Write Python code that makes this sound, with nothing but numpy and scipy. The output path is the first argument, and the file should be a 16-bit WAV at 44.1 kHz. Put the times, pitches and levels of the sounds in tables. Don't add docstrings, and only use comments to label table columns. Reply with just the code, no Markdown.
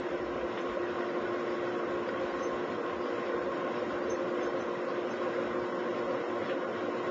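import sys
import numpy as np
from scipy import signal
from scipy.fft import rfft, irfft, dct, next_fast_len
from scipy.io import wavfile
from scipy.ndimage import uniform_filter1d

SR = 44100
rng = np.random.default_rng(int(sys.argv[2]) if len(sys.argv) > 2 else 0)


def attenuation_scalar(level_db):
    decades = np.asarray(level_db, float) / 20
    return 10 ** decades


def output_pcm(signal):
    pcm = np.clip(np.atleast_2d(signal).T, -1, 1) * 32767
    wavfile.write(sys.argv[1], SR, np.round(pcm).astype(np.int16))


N = 313401

# order [cycles/turn], level/dB rms
MESH_ORDERS = [(19, -68), (20, -77), (21, -72), (29, -68), (30, -71.5), (35, -66.5), (37, -63), (38, -65),
               (43, -66), (54, -58), (71, -68.5), (80, -52), (81, -59.5), (82, -61.5), (84, -60),
               (120, -70.5), (121, -64.5), (123, -72.5), (124, -62.5), (160, -63)]
# order [cycles/turn], level/dB rms, gain [dB/s], wobble [rad],
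# wobble place [turn], twice-a-turn swell [0-1], swell place [turn]
STRONG_ORDERS = [(40, -55.5, .75, .45, .15, .3, .07), (60, -39.5, -.45, .5, .12, .3, .335),
                 (100, -50, .1, .45, .2, .3, .1)]
# t/s, level/dB
TOOTH_LOAD = [(0, 0), (.9, 1), (1.1, 2), (1.9, 2.5), (2.2, 0), (3.4, 1), (4.4, 3.5), (4.7, 0.5), (5.3, 3),
              (6.1, 2), (6.4, -0.5), (7.11, 1.5)]
# place [turn], blow level/dB
WORN_TEETH = [(.0, -6), (.125, -3), (.165, 0), (.25, -6), (.33, -7), (.43, -4), (.515, 2), (.6, -5),
              (.68, -6), (.745, 4), (.785, 0), (.85, 1), (.91, 0)]
# f/Hz, level/dB, t60/s
CASING_MODES = [(1079, -45, 0.13), (1057, -43.5, 0.13), (1299, -48, 0.11), (965, -48, 0.055),
                (1920, -51.5, 0.08), (533, -38.5, 0.11), (504, -43.5, 0.083)]
# f/Hz, level [dB/Hz]
NOISE_SPECTRUM = [(25, -51.5), (60, -25), (110, -21.5), (160, -16.5), (300, -8), (450, -6.5), (620, -9.5),
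                  (900, -10), (1500, -13), (2200, -24), (3200, -28.5), (4000, -33), (5000, -37.5),
                  (7400, -40.5)]
# f/Hz, width/Hz, lift/dB
FRAME_MODES = [(369.8, 59, 6), (280.2, 60, 4), (469, 16, 3.5), (535, 16, 10.5), (510, 30, 4.5),
               (749.4, 28, -4), (1086.5, 45, 3.5), (860.4, 85, -9), (391.2, 26, -6.5), (575, 37, -2.5),
               (1282, 180, -2), (5350, 160, 11), (1699, 200, -5), (2008, 120, 3), (1128, 37, -2.5),
               (1043, 40, 2.5), (1245, 60, -3.5), (919, 17, -1.5), (3514, 29, -1.5), (3870, 29, 4),
               (4280, 33, 3.5)]
# f/Hz, level/dB
PANELS = [(1195, -51.5), (1480, -47), (1640, -50.5), (1905, -48.5), (2120, -53), (2600, -58), (3200, -59),
          (4740, -64)]
# t/s, level/dB
HAND_TREMOR = [
    (0, -60),
    (1.2, -70),
    (4.6, -67.5),
    (4.8, -78),
    (7.11, -88),
]
# t/s, peak level/dB, casing f/Hz
BEARING_JOLTS = [(0.145, -30, 530), (0.433, -23.5, 522), (0.772, -37.5, 530), (0.879, -29.5, 468),
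                 (1.266, -36, 465), (1.325, -37, 543), (1.488, -41, 533), (1.613, -38, 560),
                 (1.827, -41, 446), (2.0, -31, 440), (2.072, -30, 516), (2.211, -37, 476),
                 (2.462, -26, 469), (2.546, -31.5, 537), (2.757, -55, 560), (3.101, -34, 470),
                 (3.195, -29, 475), (3.28, -33.5, 486), (3.338, -26, 471), (3.402, -28, 496),
                 (3.771, -33, 469), (3.812, -25, 503), (4.011, -36.5, 520), (4.078, -26, 447),
                 (4.123, -26.5, 524.5), (4.311, -34, 537), (4.362, -27.5, 483), (4.41, -33, 527),
                 (4.47, -26, 472), (3.46, -28, 541), (3.52, -28, 534.5), (4.542, -27.5, 525),
                 (4.701, -33, 477), (4.809, -31, 525), (4.87, -27, 512), (4.976, -31, 537),
                 (5.046, -27, 514), (5.124, -45, 560), (5.256, -27, 500), (5.379, -26, 533),
                 (5.42, -32.5, 533), (5.862, -30, 487), (5.988, -36, 503), (5.913, -30, 540),
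                 (6.066, -27.5, 544), (6.102, -28.5, 510), (6.14, -27.5, 535), (6.229, -30.5, 473),
                 (6.271, -29, 496), (6.41, -29.5, 534), (6.507, -26, 527), (6.353, -30.5, 569),
                 (6.61, -31, 509), (6.657, -34, 533), (6.736, -31.5, 474), (6.866, -31, 486)]
# t/s, peak level/dB, f/Hz
SHARP_JOLTS = [
    (0.143, -29, 547),
    (0.770, -26, 566),
    (0.884, -29.5, 466),
    (6.1, -28, 524),
    (6.656, -27, 539),
]
# t/s, peak level/dB, f/Hz
PALM_PRESSES = [
    (.36, -50, 63.9),
    (3.46, -56, 61.7),
    (5.54, -62, 67),
]
# t/s, peak level/dB, f/Hz
HAND_BUMPS = [(0.153, -50, 51.1), (0.308, -63, 64.6), (0.684, -49, 53.8), (0.881, -58.5, 88.8),
              (1.047, -53.5, 75.4), (1.454, -58, 75.4), (1.776, -58.5, 64.6), (1.899, -48, 88.8),
              (2.029, -56.5, 78.1), (2.382, -54, 80.7), (2.513, -52, 53.8), (2.664, -55, 88.8),
              (2.77, -58, 56.5), (2.924, -55, 80.7), (3.186, -54.5, 67.3), (3.326, -55.5, 88.8),
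              (3.735, -55.5, 80.7), (3.916, -54.5, 64.6), (4.079, -53.5, 80.7), (4.174, -60, 88.8),
              (4.464, -56, 59.2), (4.583, -55, 88.8), (5.52, -59, 86.1), (6.282, -64, 56.5)]
# t/s, peak level/dB
PANEL_TICKS = [(0.173, -44), (0.414, -31), (0.5442, -43), (0.732, -37.5), (0.8975, -33.5), (1.0217, -28.5),
               (1.2226, -43), (1.48, -25.5), (1.541, -35.5), (2.09, -24.5), (2.4495, -37.5), (2.6676, -34),
               (2.7407, -39.5), (3.52, -34), (3.6783, -28), (3.742, -31.5), (3.9053, -33.5), (5.255, -37),
               (5.4115, -31), (5.876, -34), (6.1224, -37.5), (6.2056, -30.5), (6.4635, -30),
               (6.6268, -35.5), (6.9434, -34)]
# t/s, peak level/dB, f/Hz
CASING_CLANGS = [(0.2477, -41, 1035), (0.2982, -39, 1080), (0.3467, -44, 1108), (0.4877, -42, 1055),
                 (0.581, -40, 1027), (0.6414, -35, 1077), (0.7872, -35.5, 1075), (1.0171, -37.5, 1072),
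                 (1.1202, -39, 1080), (1.315, -33, 1070), (1.3896, -33.5, 1062), (1.5271, -37.5, 1094),
                 (1.726, -41.5, 1083), (1.7914, -34, 1082), (1.8885, -35, 1064), (1.9616, -35, 1060),
                 (2.13, -34, 1098), (2.2014, -39, 1088), (2.3284, -39, 1064), (2.4, -34, 1085),
                 (2.5099, -30.5, 1054), (2.5771, -36.5, 1080), (2.6746, -39, 1074), (2.8469, -34, 1062),
                 (2.9774, -37, 1065), (3.067, -38, 1100), (3.1857, -36.5, 1070), (3.237, -43, 1024),
                 (3.3539, -32.5, 1071), (3.4854, -37.5, 1093), (3.5755, -37, 1028), (3.6566, -36, 1070),
                 (3.7535, -44, 1087), (3.8116, -45, 1032), (4.1653, -35, 1047), (4.3693, -37.5, 1060),
                 (4.441, -39, 1065), (4.5016, -33.5, 1066), (4.6728, -38, 1061), (4.8779, -36.5, 1073),
                 (5.0974, -43, 1090), (5.2144, -32.5, 1075), (5.3475, -39, 1063), (5.4986, -42, 1050),
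                 (5.5513, -34, 1057), (5.7215, -33.5, 1070), (5.7665, -39, 1075), (5.8549, -31, 1062),
                 (5.9613, -38, 1050), (6.0222, -37, 1067), (6.0983, -35, 1092), (6.2978, -39, 1036),
                 (6.3605, -37, 1070), (6.448, -40, 1106), (6.6039, -39, 1080), (6.773, -35.5, 1092),
                 (6.9017, -33, 1053), (7.0698, -34.5, 1082)]
# t/s, peak level/dB, length/s
FINGER_SCUFFS = [
    (0.566, -39, 0.04),
    (1.005, -41, 0.01),
    (3.759, -44, 0.022),
    (6.1, -46, 0.012),
    (6.486, -40.5, 0.039),
]
# t/s, peak level/dB, f/Hz, length/s
BEARING_SQUEAKS = [(0.602, -57, 6130, 0.031), (2.393, -60, 5960, 0.027), (2.425, -47.5, 6200, 0.073),
                   (4.096, -43, 6260, 0.048), (4.127, -55.5, 6230, 0.07), (4.428, -49, 6280, 0.025),
                   (4.465, -57, 6230, 0.03), (4.603, -52, 6060, 0.024), (4.668, -61, 6130, 0.016),
                   (5.106, -50.5, 6170, 0.028), (5.856, -67, 6210, 0.031), (1.14, -60, 4570, 0.035),
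                   (3.015, -60, 4760, 0.039), (4.021, -57, 4740, 0.037), (4.29, -64, 4730, 0.044),
                   (4.881, -61, 4720, 0.027), (5.24, -62.5, 4800, 0.035)]
# f/Hz, level/dB
ROUNDING_STEP = [(20, -30), (230, -28.5), (480, -26), (760, -30), (850, -27.5), (950, -31.5), (1600, -33),
                 (2050, -36.5), (2650, -39), (3150, -39.5), (3600, -40.3), (4300, -44), (7300, -46)]
NOISE_FILL_EDGES = [256, 282, 339, 410, 466]

START_TURNS_PER_S, GAIN_TURNS_PER_S2 = 5.8657, .0104
NOISE_DB = -36
SWING_S, SHADE_DB, HUM_SHADE_SHARE = 0.44, -4, 0.12
EASE_FROM_S, EASE_DB_PER_S = 1.7, -0.02
PRESS_S, BUMP_S, BUMP_DB = 0.12, .034, -2.5
TICK_DB = -17
FLECKS_FROM_S, FLECKS_PER_S = 5.0, .45
FRAME_SAMPLES, LEAD_SAMPLES = 512, 414
STEP_DB, COARSE_FROM_S, COARSE_DB_PER_S = -1.3, 5.0, 1.2


def rms_one(x):
    return x / np.sqrt(np.mean(x ** 2) + 1e-20)


def after(start_s):
    return np.maximum(np.arange(N) / SR - start_s, 0)


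def in_time(rows):
    t_s, value = np.transpose(rows)
    return np.interp(np.arange(N) / SR, t_s, value)


def at_hz(points, hz):
    f_hz, level_db = np.transpose(points)
    return np.interp(np.log(hz + 1), np.log(f_hz), level_db)


def drift(rate_hz):
    r = np.exp(-80 * np.pi * rate_hz / SR)
    slow = signal.lfilter([1], [1, -2 * r, r * r], rng.standard_normal(N // 40 + 2002))[2000:]
    return np.interp(np.arange(N) / 40, np.arange(len(slow)), rms_one(slow))


def ring(clicks, hz, t60_s):
    r, w = attenuation_scalar(-60 / (t60_s * SR)), 2 * np.pi * hz / SR
    return signal.lfilter([0, np.sin(w)], [1, -2 * r * np.cos(w), r * r], clicks + 1e-18)


def band(x, low_hz, high_hz):
    return signal.sosfilt(signal.butter(2, [low_hz, high_hz], "band", fs=SR, output="sos"), x)


def blows(rows, rise_s, t60_s, trim_db, shift_hz):
    out, t = np.zeros(N), np.arange(SR // 5) / SR
    shape = (1 - np.exp(-t / rise_s)) * attenuation_scalar(-60 * t / t60_s)
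    shape /= shape.max()
    for s, peak_db, hz in rows:
        i = round(s * SR)
        blow = attenuation_scalar(peak_db + trim_db) * shape * np.sin(2 * np.pi * (hz + shift_hz) * t)
        out[i:i + len(t)] += blow[:N - i]
    return out


def mesh(turns):
    waver = [attenuation_scalar(2.8 * drift(4.0)) for _ in range(3)]
    out = np.zeros(N)
    for k, (order, level_db) in enumerate(MESH_ORDERS):
        phase = 2 * np.pi * round(order) * turns + rng.uniform(0, 2 * np.pi)
        out += np.sqrt(2) * attenuation_scalar(level_db) * waver[k % 3] * np.sin(phase)
    return out


def throb(turns):
    out, load_db = np.zeros(N), in_time(TOOTH_LOAD)
    for order, level_db, gain_db_per_s, wobble_rad, place, swell, swell_place in STRONG_ORDERS:
        size = attenuation_scalar(level_db + gain_db_per_s * after(0) + load_db + 0.53 * drift(3.0))
        size = size * (1 + swell * np.cos(4 * np.pi * (turns - swell_place)))
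        wobble = wobble_rad * np.sin(2 * np.pi * (turns - place))
        out += np.sqrt(2) * size * np.sin(2 * np.pi * order * turns + wobble)
    return out


def knocks(turns):
    place, blow_db = np.transpose(WORN_TEETH)
    due = (np.arange(int(turns[-1]) + 1)[:, None] + place).ravel()
    jitter = (2.8 * rng.standard_normal(len(due))).astype(int)
    at = np.clip(np.searchsorted(turns, due) + jitter, 0, N - 1)
    out = np.zeros(N)
    for hz, level_db, t60_s in CASING_MODES:
        clicks = np.zeros(N)
        side = rng.choice([-1, 1], len(place))
        scatter_db = 2.3 * rng.standard_normal(len(due))
        clicks[at] = np.resize(side * attenuation_scalar(blow_db), len(due)) * attenuation_scalar(level_db + scatter_db)
        soft_blow = ring(clicks, hz, .008) * (800 / SR)
        out += ring(soft_blow, hz, t60_s)
    return out


def running_noise(casing_db, upper_db):
    size = next_fast_len(N)
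    hz = np.arange(size // 2 + 1) * SR / size
    colour_db = at_hz(NOISE_SPECTRUM, hz)
    for top_hz, width_hz, lift_db in FRAME_MODES:
        colour_db = colour_db + lift_db / (1 + (2 * (hz - top_hz) / width_hz) ** 2)
    shaped = rfft(rng.standard_normal(size)) * attenuation_scalar(colour_db)
    above_body = 1 / (1 + (850 / (hz + 1)) ** 8)
    above_casing = 1 / (1 + (1450 / (hz + 1)) ** 8)
    body = irfft(shaped * (1 - above_body), size)[:N]
    casing = irfft(shaped * (above_body - above_casing), size)[:N]
    upper = irfft(shaped * above_casing, size)[:N]
    return rms_one(body + casing * attenuation_scalar(casing_db) + upper * attenuation_scalar(upper_db + 0.66 * drift(4.1)))


def rattle():
    sizes = attenuation_scalar(3.5 * np.minimum(rng.exponential(1, N), 3.5)) * rng.choice([-1, 1], N)
    born = rng.random(N) < 110 * attenuation_scalar(4.0 * drift(5.0)) / SR
    dealt = rng.integers(0, len(PANELS), N)
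    out = np.zeros(N)
    for k, (hz, level_db) in enumerate(PANELS):
        out += attenuation_scalar(level_db) * ring(sizes * born * (dealt == k), hz, 95.0 / hz)
    return out


def handling():
    level_db = in_time(HAND_TREMOR) - 10.0 + 4.7 * drift(4.6)
    return attenuation_scalar(level_db) * rms_one(band(rng.standard_normal(N), 52, 85))


def top_flecks():
    white = rng.standard_normal(N)
    often = drift(13.0) + FLECKS_PER_S * after(FLECKS_FROM_S)
    out = np.zeros(N)
    for low_hz, high_hz, level_db, rarity in [(6500, 7380, -74.5, 0.39), (7500, 7780, -93.0, 1.4),
                                              (7800, 8200, -86.5, 1.5)]:
        gate = np.clip(often + 0.9 * drift(12.0) - rarity, 0, 1)
        scraps = band(band(white, low_hz, high_hz), low_hz, high_hz)
        out += attenuation_scalar(level_db) * gate * rms_one(scraps)
    return out


def raps():
    return blows(SHARP_JOLTS, rise_s=0.0015, t60_s=0.048, trim_db=0.0, shift_hz=0.0)


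def jolts():
    return blows(BEARING_JOLTS, rise_s=0.005, t60_s=.12, trim_db=-3.0, shift_hz=3.0)


def presses():
    t = np.arange(N) / SR
    rows = [(*row, PRESS_S) for row in PALM_PRESSES]
    rows += [(s + BUMP_S, peak_db + BUMP_DB, hz, BUMP_S) for s, peak_db, hz in HAND_BUMPS]
    out = np.zeros(N)
    for s, peak_db, hz, length_s in rows:
        out += attenuation_scalar(peak_db) * np.exp(-((t - s) / length_s) ** 2) * np.sin(2 * np.pi * hz * t)
    return out


def ticks():
    t_s, peak_db = np.transpose(PANEL_TICKS)
    at, out = (t_s * SR).astype(int), np.zeros(N)
    for hz, level_db in PANELS:
        clicks = np.zeros(N)
        scatter_db = 3.7 * rng.standard_normal(len(at))
        clicks[at] = attenuation_scalar(peak_db + TICK_DB + .95 * (level_db + 51.5) + scatter_db)
        out += ring(clicks, hz, 90.0 / hz)
    return out


def clangs():
    return blows(CASING_CLANGS, rise_s=0.0071, t60_s=.22, trim_db=-4.5, shift_hz=11.0)


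def scuffs():
    level = np.zeros(N)
    for s, peak_db, length_s in FINGER_SCUFFS:
        t = np.arange(int(3 * length_s * SR)) / SR
        shape = np.minimum(t / 0.012, 1) * np.exp(-(t / length_s) ** 2)
        level[round(s * SR):][:len(t)] += attenuation_scalar(peak_db) * shape
    return level * rms_one(band(band(rng.standard_normal(N), 800, 3000), 700, 3500))


def squeaks():
    out, rough = np.zeros(N), drift(190.0)
    for s, peak_db, hz, length_s in BEARING_SQUEAKS:
        i, t = round(s * SR), np.arange(int(length_s * 1.4 * SR)) / SR
        shape = np.minimum(t / 0.0059, 1) * np.exp(-(t / length_s) ** 2 * 2.0)
        cycles = np.cumsum(hz + 45 * rough[i:i + len(t)]) / SR
        out[i:i + len(t)] += attenuation_scalar(peak_db) * shape * np.sin(2 * np.pi * cycles)
    return out


def scene():
    turns = np.cumsum(START_TURNS_PER_S + GAIN_TURNS_PER_S2 * after(0)) / SR
    shade_db = SHADE_DB * np.exp(-after(0) / SWING_S)
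    hum_shade_db = HUM_SHADE_SHARE * shade_db
    mesh_db = hum_shade_db + EASE_DB_PER_S * after(EASE_FROM_S) + 1.5
    turn_swell_db = 0.59 * np.cos(2 * np.pi * (turns - .11))
    gear = attenuation_scalar(mesh_db) * mesh(turns) + attenuation_scalar(hum_shade_db) * throb(turns)
    gear += attenuation_scalar(shade_db + 1.1) * knocks(turns)
    noise = attenuation_scalar(NOISE_DB) * running_noise(shade_db + .6, turn_swell_db)
    panels = rattle() + ticks()
    strikes = raps() + jolts() + clangs()
    hand = handling() + presses() + scuffs()
    return (gear + noise + panels + strikes + hand + squeaks())[None]


def camera_rounding(x):
    hop = FRAME_SAMPLES
    x = np.pad(signal.resample_poly(x, 160, 441), (LEAD_SAMPLES, 2 * hop))
    window = np.sin(np.pi * (np.arange(2 * hop) + .5) / 2 / hop)
    frames = np.lib.stride_tricks.sliding_window_view(x, 2 * hop)[::hop] * window
    a, b, c, d = np.split(frames, 4, axis=1)
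    lines = dct(np.hstack([-c[:, ::-1] - d, a - b[:, ::-1]]), type=4, norm="ortho")
    count = len(lines)
    chance = rng.uniform(-1, 1, lines.shape)

    usual = attenuation_scalar(at_hz(ROUNDING_STEP, np.arange(hop) * 8000 / hop))
    late_s = np.maximum(np.arange(count) * hop / 16000 - COARSE_FROM_S, 0)
    frame_db = STEP_DB + COARSE_DB_PER_S * late_s + 1.2 * rng.standard_normal(count)
    band_db = np.repeat(2.6 * rng.standard_normal((count, hop // 8)), 8, axis=1)
    step = usual * attenuation_scalar(frame_db[:, None] + band_db)
    rounded = np.round(lines / step * .95) * step + attenuation_scalar(-25) * step * chance

    power = uniform_filter1d(uniform_filter1d(lines ** 2, size=9, axis=1), size=9, axis=1)
    fill = attenuation_scalar(-4.0) * chance * np.sqrt(3 * power)
    for low, high in zip(NOISE_FILL_EDGES, NOISE_FILL_EDGES[1:]):
        quiet = np.max(abs(lines / usual)[:, low + 12:high], axis=1) < .92
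        rounded[quiet, low:high] = fill[quiet, low:high]
    rounded[:, NOISE_FILL_EDGES[-1]:] = 0

    first, second = np.split(dct(rounded, type=4, norm="ortho"), 2, axis=1)
    frames = np.hstack([second, -second[:, ::-1], -first[:, ::-1], -first]) * window
    joined = frames[1:, :hop] + frames[:-1, hop:]
    return signal.resample_poly(joined.ravel(), 441, 160)


def top_cut(x):
    return signal.sosfilt(signal.butter(12, 8090, fs=SR, output="sos"), x)


def record(dry):
    early = round((FRAME_SAMPLES - LEAD_SAMPLES) * SR / 16000)
    x = np.concatenate([dry[0, :early], camera_rounding(dry[0])])[:N]
    mix = (x + top_flecks())[None]
    return top_cut(mix)


dry = scene()
out = record(dry)
output_pcm(out)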